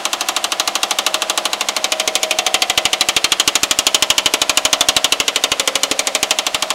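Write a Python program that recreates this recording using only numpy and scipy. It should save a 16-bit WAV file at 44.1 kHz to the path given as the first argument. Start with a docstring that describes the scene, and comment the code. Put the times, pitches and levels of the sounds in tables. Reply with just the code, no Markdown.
"""A power hammer planishes a domed, hand-damped metal panel, nearly thirteen blows a second, in a large workshop.
Each blow rings panel and dies (decaying modes, a hollow dome note, a clang, a noise crack and a rim chirp);
a panel caught off its seat thumps, and the linkage knocks before each blow.
Behind it lie a droning frame, the hall's decaying-noise reverberation and steady shop noise.
The microphone moves from arm's length to close by the dies, where air puffs reach it and peaks overload, then backs off."""
import sys
import numpy as np
from scipy import signal
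from scipy.fft import rfft, irfft
from scipy.io import wavfile

SR = 44100
rng = np.random.default_rng(int(sys.argv[2]) if len(sys.argv) > 2 else 0)


def inscribe(sig):
    """Save sig as 16-bit PCM at rate SR to the path in sys.argv[1].

    A 1-D sig is mono; a 2-D sig holds one channel per row.
    Samples are clipped to [-1, 1] before scaling.
    """
    pcm = np.round(np.clip(np.atleast_2d(sig).T, -1, 1) * 32767)
    wavfile.write(sys.argv[1], SR, pcm.astype(np.int16))


N = 297234
LEAD = SR  # samples: a second of lead-in; the hammer starts about three quarters of a second early
TOTAL = N + LEAD
CUTOFF_HZ = 15800


def from_db(db):
    """Decibels to gain."""
    return 10 ** (np.asarray(db) / 20)


def at_time(points, s):
    """Read a curve at the given times."""
    return np.interp(s, *np.transpose(points))


def at_hz(points, hz):
    """Read the columns of a table along a log-frequency axis."""
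    knots, *columns = np.transpose(points)
    return [np.interp(np.log(hz + 1e-9), np.log(knots), column) for column in columns]


def noise(colour, size):
    """Noise of rms 1 whose spectrum follows the given colour."""
    gain = from_db(at_hz(colour, np.fft.rfftfreq(size, 1 / SR))[0])
    x = irfft(rfft(rng.standard_normal(size)) * gain, size)
    return x / x.std()


def dying(t, t60):
    """Exponential decay, down 60 dB after t60 seconds."""
    return np.exp(-np.log(1000) * t / t60)


def nearest(times, wanted):
    """Which blow falls closest to each wanted time."""
    return np.abs(times[:, None] - wanted).argmin(axis=0)


def place(times, sounds):
    """Lay one sound at each time."""
    out = np.zeros(TOTAL + SR)
    for s, sound in zip(times, sounds):
        start = int(round(s * SR)) + LEAD
        out[start:start + len(sound)] += sound
    return out[:TOTAL]


# microphone position: t/s, closeness to the dies (0 = arm's length, 1 = close up)
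MIC_CLOSENESS = [(0, 0), (.9, 0.05), (1.7, 0.23), (2.05, 0.35), (3.5, 1), (4.1, 0.93), (6.3, 0.54),
                 (6.74, 0.3)]


def closeness(s):
    """How near the microphone stands to the dies at the given times."""
    return at_time(MIC_CLOSENESS, s)


# the motor labours a little as the work goes on: t/s, rate/(blows per second)
BLOW_RATE = [(0, 12.8496), (3.2, 12.8606), (3.7, 12.7792), (4.2, 12.7252), (4.7, 12.7726), (5.3, 12.6521),
             (6.1, 12.6451)]
FIRST_BLOW_S = .0526


def beat(count=10):
    """One blow per turn of the crank, starting a few turns early."""
    times = [FIRST_BLOW_S - count / BLOW_RATE[0][1]]
    while times[-1] < N / SR:
        times.append(times[-1] + 1 / at_time(BLOW_RATE, times[-1]))
    return np.array(times[:-1])


# how hard the dies bite as the panel is fed along, before scatter: t/s, level/dB
BITE = [(0, -4), (.65, -3), (.92, -1.9), (1.2, -4), (1.7, -3.5), (1.87, -1.1), (2.2, -1), (2.6, 0.5),
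        (3.2, 1.4), (3.65, -3), (4.05, 1.9), (4.4, -0.2), (4.88, 1.5), (5.45, -2.5), (5.8, -3.5), (6.1, -4),
        (6.25, -0.8), (6.74, -2.5)]
# treble against the rest of the blow, before scatter: t/s, level/dB
TREBLE = [(0, -1.5), (.95, -0.9), (1.5, 0.2), (1.92, -1), (2.15, 1), (2.7, 0), (3.2, 1), (3.62, 10),
          (4.05, 3.5), (5.35, 2), (5.97, 5.5), (6.4, 0), (6.74, -0.3)]
# air puff at the microphone, relative and before scatter: t/s, level/dB
PUFF_LEVEL = [(0, -35), (.9, -18), (2.1, -18), (2.95, -3.5), (3.9, -0.5), (4.7, -5), (5.7, -10),
              (6.05, -25), (6.74, -15)]
# pitch of the metal pinched between the dies, before scatter: t/s, f/Hz
PINCH_PITCH = [(0, 3450), (1.95, 3506), (2.06, 2360), (2.35, 2335), (2.55, 3340), (3.3, 3408), (4.2, 2863),
               (4.75, 2904), (4.92, 3630), (5.85, 3387), (5.98, 2375), (6.25, 2400), (6.4, 3110)]
# blows that catch the panel off its seat on the lower die:
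# t/s, change of air puff level/dB, relative thump level/dB
OFF_SEAT_BLOWS = [(2.08, 9, -18.5), (2.54, 5, -30), (2.78, 7, -29), (3.16, 2.5, -25), (3.48, 3, -16),
                  (3.63, 3, -36), (4.1, 5.5, -24), (4.34, -9, -17), (4.89, 9, -27), (4.96, 8, -35),
                  (5.2, 8, -33), (5.91, 4, -12), (6.23, 20, -20), (6.54, 15, -34)]
# no two blows are quite alike
STRENGTH_SCATTER_DB, SHARP_SCATTER_DB, PUFF_SCATTER_DB = 0.74, 0.7, 3.5
CLANG_SCATTER_OCTAVES, TIMING_SCATTER_S = 0.1394, .0002
# the dome booms about equally however hard the bite: it gives back this share of the bite curve
BOOM_DB, BOOM_EVENNESS = -1.56, 0.92


def all_blows():
    """One row per blow: (s, strength dB, air puff dB, boom of the dome dB, sharpness dB, clang pitch Hz)."""
    s = beat()
    later, harder, sharper, puffier, higher = rng.standard_normal((len(s), 5)).T
    strength_db = at_time(BITE, s) + STRENGTH_SCATTER_DB * harder
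    sharp_db = at_time(TREBLE, s) + SHARP_SCATTER_DB * sharper
    boom_db = BOOM_DB - BOOM_EVENNESS * at_time(BITE, s)
    clang_hz = at_time(PINCH_PITCH, s) * 2 ** (CLANG_SCATTER_OCTAVES * higher)
    # an off-seat blow has its own puff change in place of the random one
    off_s, off_db, _ = np.transpose(OFF_SEAT_BLOWS)
    extra_db = PUFF_SCATTER_DB * puffier
    extra_db[nearest(s, off_s)] = off_db
    puff_db = at_time(PUFF_LEVEL, s) + extra_db
    blow_s = s + TIMING_SCATTER_S * later
    return np.column_stack([blow_s, strength_db, puff_db, boom_db, sharp_db, clang_hz])


# spectrum of the workshop's background: f/Hz, relative level/dB per Hz
SHOP_COLOUR = [(25, -12), (100, -17), (200, -8), (600, -3), (1000, -2), (1800, -3), (3200, -3), (7000, -11),
               (12000, -22), (16000, -32)]


def shop_noise(level_db):
    """Steady workshop noise, coloured to its spectrum."""
    return from_db(level_db) * noise(SHOP_COLOUR, TOTAL)


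# spectrum of the hall's answer: f/Hz, level/dB
HALL_COLOUR = [(60, -18), (220, -39), (450, -6.5), (630, 1), (900, -9), (1700, -14.5), (3200, -20),
               (7000, -58), (16000, -31)]
HALL_T60_S, NEAR_T60_S, NEAR_DB = 0.63, 0.19, -18


def workshop(x, first_echo_s, build_s):
    """Quick reflections from the machine frame and floor, then the long wash of the hall."""
    t = np.arange(SR) / SR
    near = rng.standard_normal(SR) * dying(t, NEAR_T60_S) * (t > first_echo_s)
    near = from_db(NEAR_DB) * near / np.linalg.norm(near)
    far = rng.standard_normal(SR) * dying(t, HALL_T60_S) * (1 - np.exp(-(t / build_s) ** 2))
    hall_gain = from_db(at_hz(HALL_COLOUR, np.fft.rfftfreq(SR, 1 / SR))[0])
    far = irfft(rfft(far / np.linalg.norm(far)) * hall_gain, SR)
    return signal.fftconvolve(x, near + far)[:TOTAL]


# the cast frame and drive, droning through every stroke: f/Hz, relative level/dB per Hz
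FRAME_COLOUR = [(110, -30), (160, -14), (205, -3), (245, -6), (282, -2), (420, -4), (530, 0), (630, 5),
                (760, 3), (1050, -2), (1700, -7), (3200, -11), (7000, -24), (16000, -50)]


def frame(blows, level_db, t60, rise_s, size=7000):
    """The heavy frame is shaken alike on every stroke, so its drone repeats from blow to blow."""
    t = np.arange(size) / SR
    shudder = noise(FRAME_COLOUR, size) * dying(t, t60) * (1 - np.exp(-t / rise_s))
    shudder = shudder * signal.windows.tukey(size, 1 / 10)
    return from_db(level_db) * place(blows[:, 0], [shudder] * len(blows))


# play in the linkage, taken up on every downstroke: lead before the blow t/s, level/dB before scatter, t60/s
JOINT_KNOCKS = [(.025, -38, .1), (.015, -36, .1), (.0065, -33, .08)]
# spectrum of a knock: f/Hz, relative level/dB per Hz
JOINT_COLOUR = [(30, -12), (100, -7), (250, -13), (650, -16), (1500, 17), (3300, 16), (7000, 10),
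                (11000, 6.5), (16000, -46)]


def linkage(blows, scatter_db, jitter_s, size=3000):
    """Slack joints knock in turn as the ram descends, each with its own level and decay, nearly alike every stroke."""
    t, out = np.arange(size) / SR, 0
    for early_s, level_db, t60 in JOINT_KNOCKS:
        late, louder = rng.standard_normal((len(blows), 2)).T
        knock = noise(JOINT_COLOUR, size) * dying(t, t60)
        gain = from_db(level_db + scatter_db * louder)[:, None]
        out = out + place(blows[:, 0] - early_s + jitter_s * late, gain * knock)
    return out


def air_puff(blows, level_db, swell_s, flex_hz, flex_db, flex_t60, size=2000):
    """The dome is pushed down, shoves one short pulse of air at the microphone and flexes back."""
    t = np.arange(size) / SR
    push = t / swell_s * np.exp(1 - t / swell_s)
    pitch_hz = flex_hz * np.exp(0.091 * rng.standard_normal((len(blows), 1)))
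    flex = from_db(flex_db) * np.sin(2 * np.pi * pitch_hz * t) * dying(t, flex_t60)
    puffs = place(blows[:, 0], from_db(blows[:, 2:3] + level_db) * (push + flex))
    return signal.sosfilt(signal.butter(1, 25, "high", fs=SR, output="sos"), puffs)


def thump(blows, level_db, t60, rise_s, tilt_db, count=4, size=4000):
    """A panel held off its seat is slapped down onto the die, and the lowest listed modes thump briefly."""
    off_s, _, thump_db = np.transpose(OFF_SEAT_BLOWS)
    hz, t = np.array(LISTED_MODES)[:count, 0], np.arange(size) / SR
    # the tilt is in dB per octave
    gains = from_db(level_db + thump_db[:, None] + tilt_db * np.log2(hz / hz[-1]))
    turns = np.exp(2j * np.pi * rng.random(gains.shape))
    waves = np.exp(2j * np.pi * hz[:, None] * t) * dying(t, t60) * (1 - np.exp(-t / rise_s))
    return place(blows[nearest(blows[:, 0], off_s), 0], ((gains * turns) @ waves).real)


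# the bending wave as it leaves the rim: f/Hz, relative level/dB
RIM_SPECTRUM = [(150, -20), (430, 6), (560, 19), (780, 23), (930, 18), (1080, 27), (1250, 27), (1550, 15),
                (2200, 12), (3300, 21), (5000, 12), (8000, 8), (16000, -8)]
# modes near 1.2 kHz, which depend on where the die lands; the rim wave follows too: t/s, level/dB
MIDRANGE_LEVEL = [(0, -0.5), (1.4, 0), (2.05, -5), (2.7, -1), (3.4, 2.5), (4.4, 0.5), (4.85, 3.5),
                  (5.3, -1), (6.15, -3.5), (6.7, 0.5)]


def rim_wave(blows, travel_s, dispersion, close_db, size=4096):
    """High bending waves reach the rim first and low ones last: a quick falling chirp, plainest at arm's length."""
    hz = np.fft.rfftfreq(size, 1 / SR)
    delay_s = travel_s * (1000 / np.maximum(hz, 350)) ** dispersion
    # adding up the delay over frequency gives the phase
    phase = -2 * np.pi * np.cumsum(delay_s) * hz[1]
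    spectrum = from_db(at_hz(RIM_SPECTRUM, hz)[0]) * np.exp(1j * phase)
    chirp = irfft(spectrum, size)[:size // 2]
    s, strength_db, _, boom_db, _, _ = blows.T
    level_db = strength_db + boom_db + at_time(MIDRANGE_LEVEL, s) + closeness(s) * close_db
    return place(s, from_db(level_db)[:, None] * chirp)


def clang(blows, level_db, close_db, t60, overtone, overtone_db, rise_s, size=2400):
    """The metal pinched between the dies rings briefly at a pitch of its own, with one overtone."""
    s, strength_db, _, _, sharp_db, hz = blows.T[:, :, None]
    t = np.arange(size) / SR
    low = np.sin(2 * np.pi * hz * t) * dying(t, t60)
    high = np.sin(2 * np.pi * overtone * hz * t) * dying(t, t60 / 2)
    ring = low + from_db(overtone_db + sharp_db) * high
    gain = from_db(level_db + strength_db + closeness(s) * close_db)
    return place(s[:, 0], gain * ring * (1 - np.exp(-t / rise_s)))


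def crack(blows, level_db, t60, edge_hz, size=600):
    """Steel meets steel: a bright snap of a few milliseconds, noise filtered to one octave."""
    bursts = rng.standard_normal((len(blows), size)) * dying(np.arange(size) / SR, t60)
    gain = from_db(level_db + blows[:, 1:2] + blows[:, 4:5])
    snaps = place(blows[:, 0] + .0005, gain * bursts)
    return signal.sosfilt(signal.butter(2, [edge_hz, 2 * edge_hz], "band", fs=SR, output="sos"), snaps)


# the patch of dome around the dies, moving in pitch as the panel is fed along:
# t/s, f/Hz before scatter, level/dB
DOME_PATCH = [(0, 585, -29), (1.6, 670, -24), (1.95, 595, -18.5), (2.4, 668, -16), (2.95, 690, -23),
              (3.45, 730, -21), (4.3, 733, -30), (4.8, 743, -16), (5.3, 750, -36), (5.6, 524, -11.5),
              (5.92, 549, -13.5), (6.25, 695, -15), (6.74, 750, -24)]


def dome(blows, t60, lag_s, scatter_octaves, size=4000):
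    """One hollow note per blow, pitched by the spot under the die."""
    knots, hz, level_db = np.transpose(DOME_PATCH)
    s, t = blows[:, :1], np.arange(size) / SR
    pitch_hz = np.interp(s, knots, hz) * 2 ** (scatter_octaves * rng.standard_normal(s.shape))
    notes = from_db(np.interp(s, knots, level_db)) * np.sin(2 * np.pi * pitch_hz * t)
    return place(s[:, 0] + lag_s, notes * dying(t, t60) * (1 - np.exp(-t / lag_s)))


def wander(likeness, count):
    """Complex strength of each mode, changing from blow to blow as the strike point travels."""
    fresh = rng.standard_normal((count, len(likeness), 2)) @ [1, 1j] / np.sqrt(2)
    rows = [fresh[0]]
    for step in fresh[1:]:
        rows.append(likeness * rows[-1] + np.sqrt(1 - likeness ** 2) * step)
    return np.array(rows)


# what the midrange modes lose, their neighbours gain: f/Hz, share of the midrange level (dB per dB)
MIDRANGE_SPREAD = [(300, -0.12), (560, -0.7), (800, -0.15), (1020, 0.63), (1450, 0.84), (1750, 0.66),
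                   (2200, -1.2), (2800, 0.042)]
BOOM_EDGE_HZ, SHARP_EDGE_HZ = 1660, 4800


def ringing(blows, modes, steady, spread_s, shift_hz, size):
    """Every blow sets all the modes ringing; a share of each mode is the same wherever the die lands."""
    s, strength_db, _, boom_db, sharp_db, _ = blows.T[:, :, None]
    hz, far_db, close_db, t60 = modes
    # each mode is heard according to where the microphone is and how hard the blow falls
    level_db = far_db + closeness(s) * (close_db - far_db) + strength_db
    level_db = level_db + boom_db / (1 + (hz / BOOM_EDGE_HZ) ** 4)
    level_db = level_db + sharp_db / (1 + (SHARP_EDGE_HZ / hz) ** 4)
    level_db = level_db + at_time(MIDRANGE_LEVEL, s) * at_hz(MIDRANGE_SPREAD, hz)[0]
    # short bending waves feel a small move of the panel most
    likeness = np.exp(-(hz / shift_hz) ** 2 - 1 / 20)
    fixed_part = np.sqrt(steady) * np.exp(2j * np.pi * rng.random(len(hz)))
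    shape = fixed_part + np.sqrt(1 - steady) * wander(likeness, len(s))
    # long bending waves travel slowly, so lower modes take longer to fill the panel; alike below 1 kHz
    t = np.arange(size) / SR
    rise_s = spread_s * 1000 / np.maximum(hz, 1000)[:, None]
    waves = np.exp(2j * np.pi * hz[:, None] * t) * dying(t, t60[:, None]) * (1 - np.exp(-t / rise_s))
    return place(s[:, 0], ((from_db(level_db) * shape) @ waves).real)


# separately listed modes of panel and dies:
# f/Hz, relative level/dB at arm's length, relative level/dB close up, t60/s
LISTED_MODES = [(204, -41, -43, .25), (282, -40, -35.5, .25), (343, -34, -34, .3), (432, -38, -32, .09),
                (577, -30, -31, .16), (640, -29, -30, .22), (692, -31, -33, .1), (757, -24, -23, .13),
                (843, -22, -28, .15), (1068, -23, -25, .11), (1155, -25, -26, .08), (1275, -22, -22, .1),
                (1345, -27, -25, .09), (1455, -29, -35, .09), (1522, -38, -29, .11), (1645, -28, -30, .09),
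                (2025, -28, -20, .085), (2460, -25, -18, .065), (2790, -23, -16, .065),
                (2940, -20, -13, .08), (3120, -18, -15, .07), (3290, -19, -18, .065), (3620, -17, -15, .05),
                (4010, -20, -18, .05), (5780, -22, -18, .035), (6930, -29, -14, .03)]
# the panel's dense crowd of modes, a curve to read between:
# f/Hz, relative level/dB of each at arm's length, the same close up, t60/s
CROWD_CURVE = [(181.3, -57, -42.5, 0.042), (465, -29.5, -17.5, 0.069), (1030, -38, -22, 0.1),
               (1630, -30, -29.5, 0.082), (2290, -24.5, -18, 0.075), (3700, -17.5, -18.5, 0.058),
               (5070, -26, -27, 0.059), (6340, -20, -22, 0.042), (9030, -27.5, -30, 0.035),
               (13140, -37, -43, 0.046), (16400, -52, -56, 0.073)]
CROWD_COUNT = 560


def panel(blows):
    """Separately listed modes, and a dense crowd of evenly scattered modes that makes the clash."""
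    hz = np.linspace(CROWD_CURVE[0][0], CUTOFF_HZ, CROWD_COUNT)
    hz = hz + (hz[1] - hz[0]) * rng.uniform(-0.32, 0.57, CROWD_COUNT)
    crowd_modes = [hz, *at_hz(CROWD_CURVE, hz)]
    listed = ringing(blows, np.transpose(LISTED_MODES), steady=0.51, spread_s=0.0011, shift_hz=4000, size=8000)
    crowd = ringing(blows, crowd_modes, steady=0.33, spread_s=0.0025, shift_hz=3000, size=3600)
    return listed + from_db(-3.5) * crowd


def scene():
    """Hammer and panel in the hall, over the steady noise of the shop."""
    blows = all_blows()
    metal = panel(blows)
    metal = metal + dome(blows, t60=0.064, lag_s=0.00098, scatter_octaves=0.099)
    metal = metal + crack(blows, level_db=-9.5, t60=0.014, edge_hz=5070)
    metal = metal + clang(blows, level_db=-9, close_db=7.0, t60=0.034,
                          overtone=2.08, overtone_db=-11, rise_s=0.0011)
    metal = metal + rim_wave(blows, travel_s=.0076, dispersion=1.05, close_db=-10)
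    metal = metal + thump(blows, level_db=0.5, t60=0.037, rise_s=0.00073, tilt_db=10.5)
    machine = metal + linkage(blows, scatter_db=1.5, jitter_s=.00015)
    # the hall is fed up to 4 dB less close up, against the rise of the direct sound
    close = closeness((np.arange(TOTAL) - LEAD) / SR)
    hall = workshop(machine * from_db(-4 * close), first_echo_s=0.0053, build_s=0.012)
    drone = frame(blows, level_db=-27, t60=0.36, rise_s=0.0057)
    puffs = air_puff(blows, level_db=-21.0, swell_s=0.00055, flex_hz=353, flex_db=1.5, flex_t60=0.011)
    mix = machine + hall + drone + puffs + shop_noise(level_db=-33)
    return mix[None, LEAD:]


def overload(x, top, order):
    """Peaks are flattened at the top of the microphone's range."""
    return x / (1 + (x / top) ** order) ** (1 / order)


def record(dry):
    """The loudest blows overload the microphone; the highest treble is cut."""
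    low_pass = signal.cheby1(12, .05, CUTOFF_HZ, fs=SR, output="sos")
    return signal.sosfiltfilt(low_pass, overload(dry, top=.92, order=6))


dry = scene()
out = record(dry)
inscribe(out)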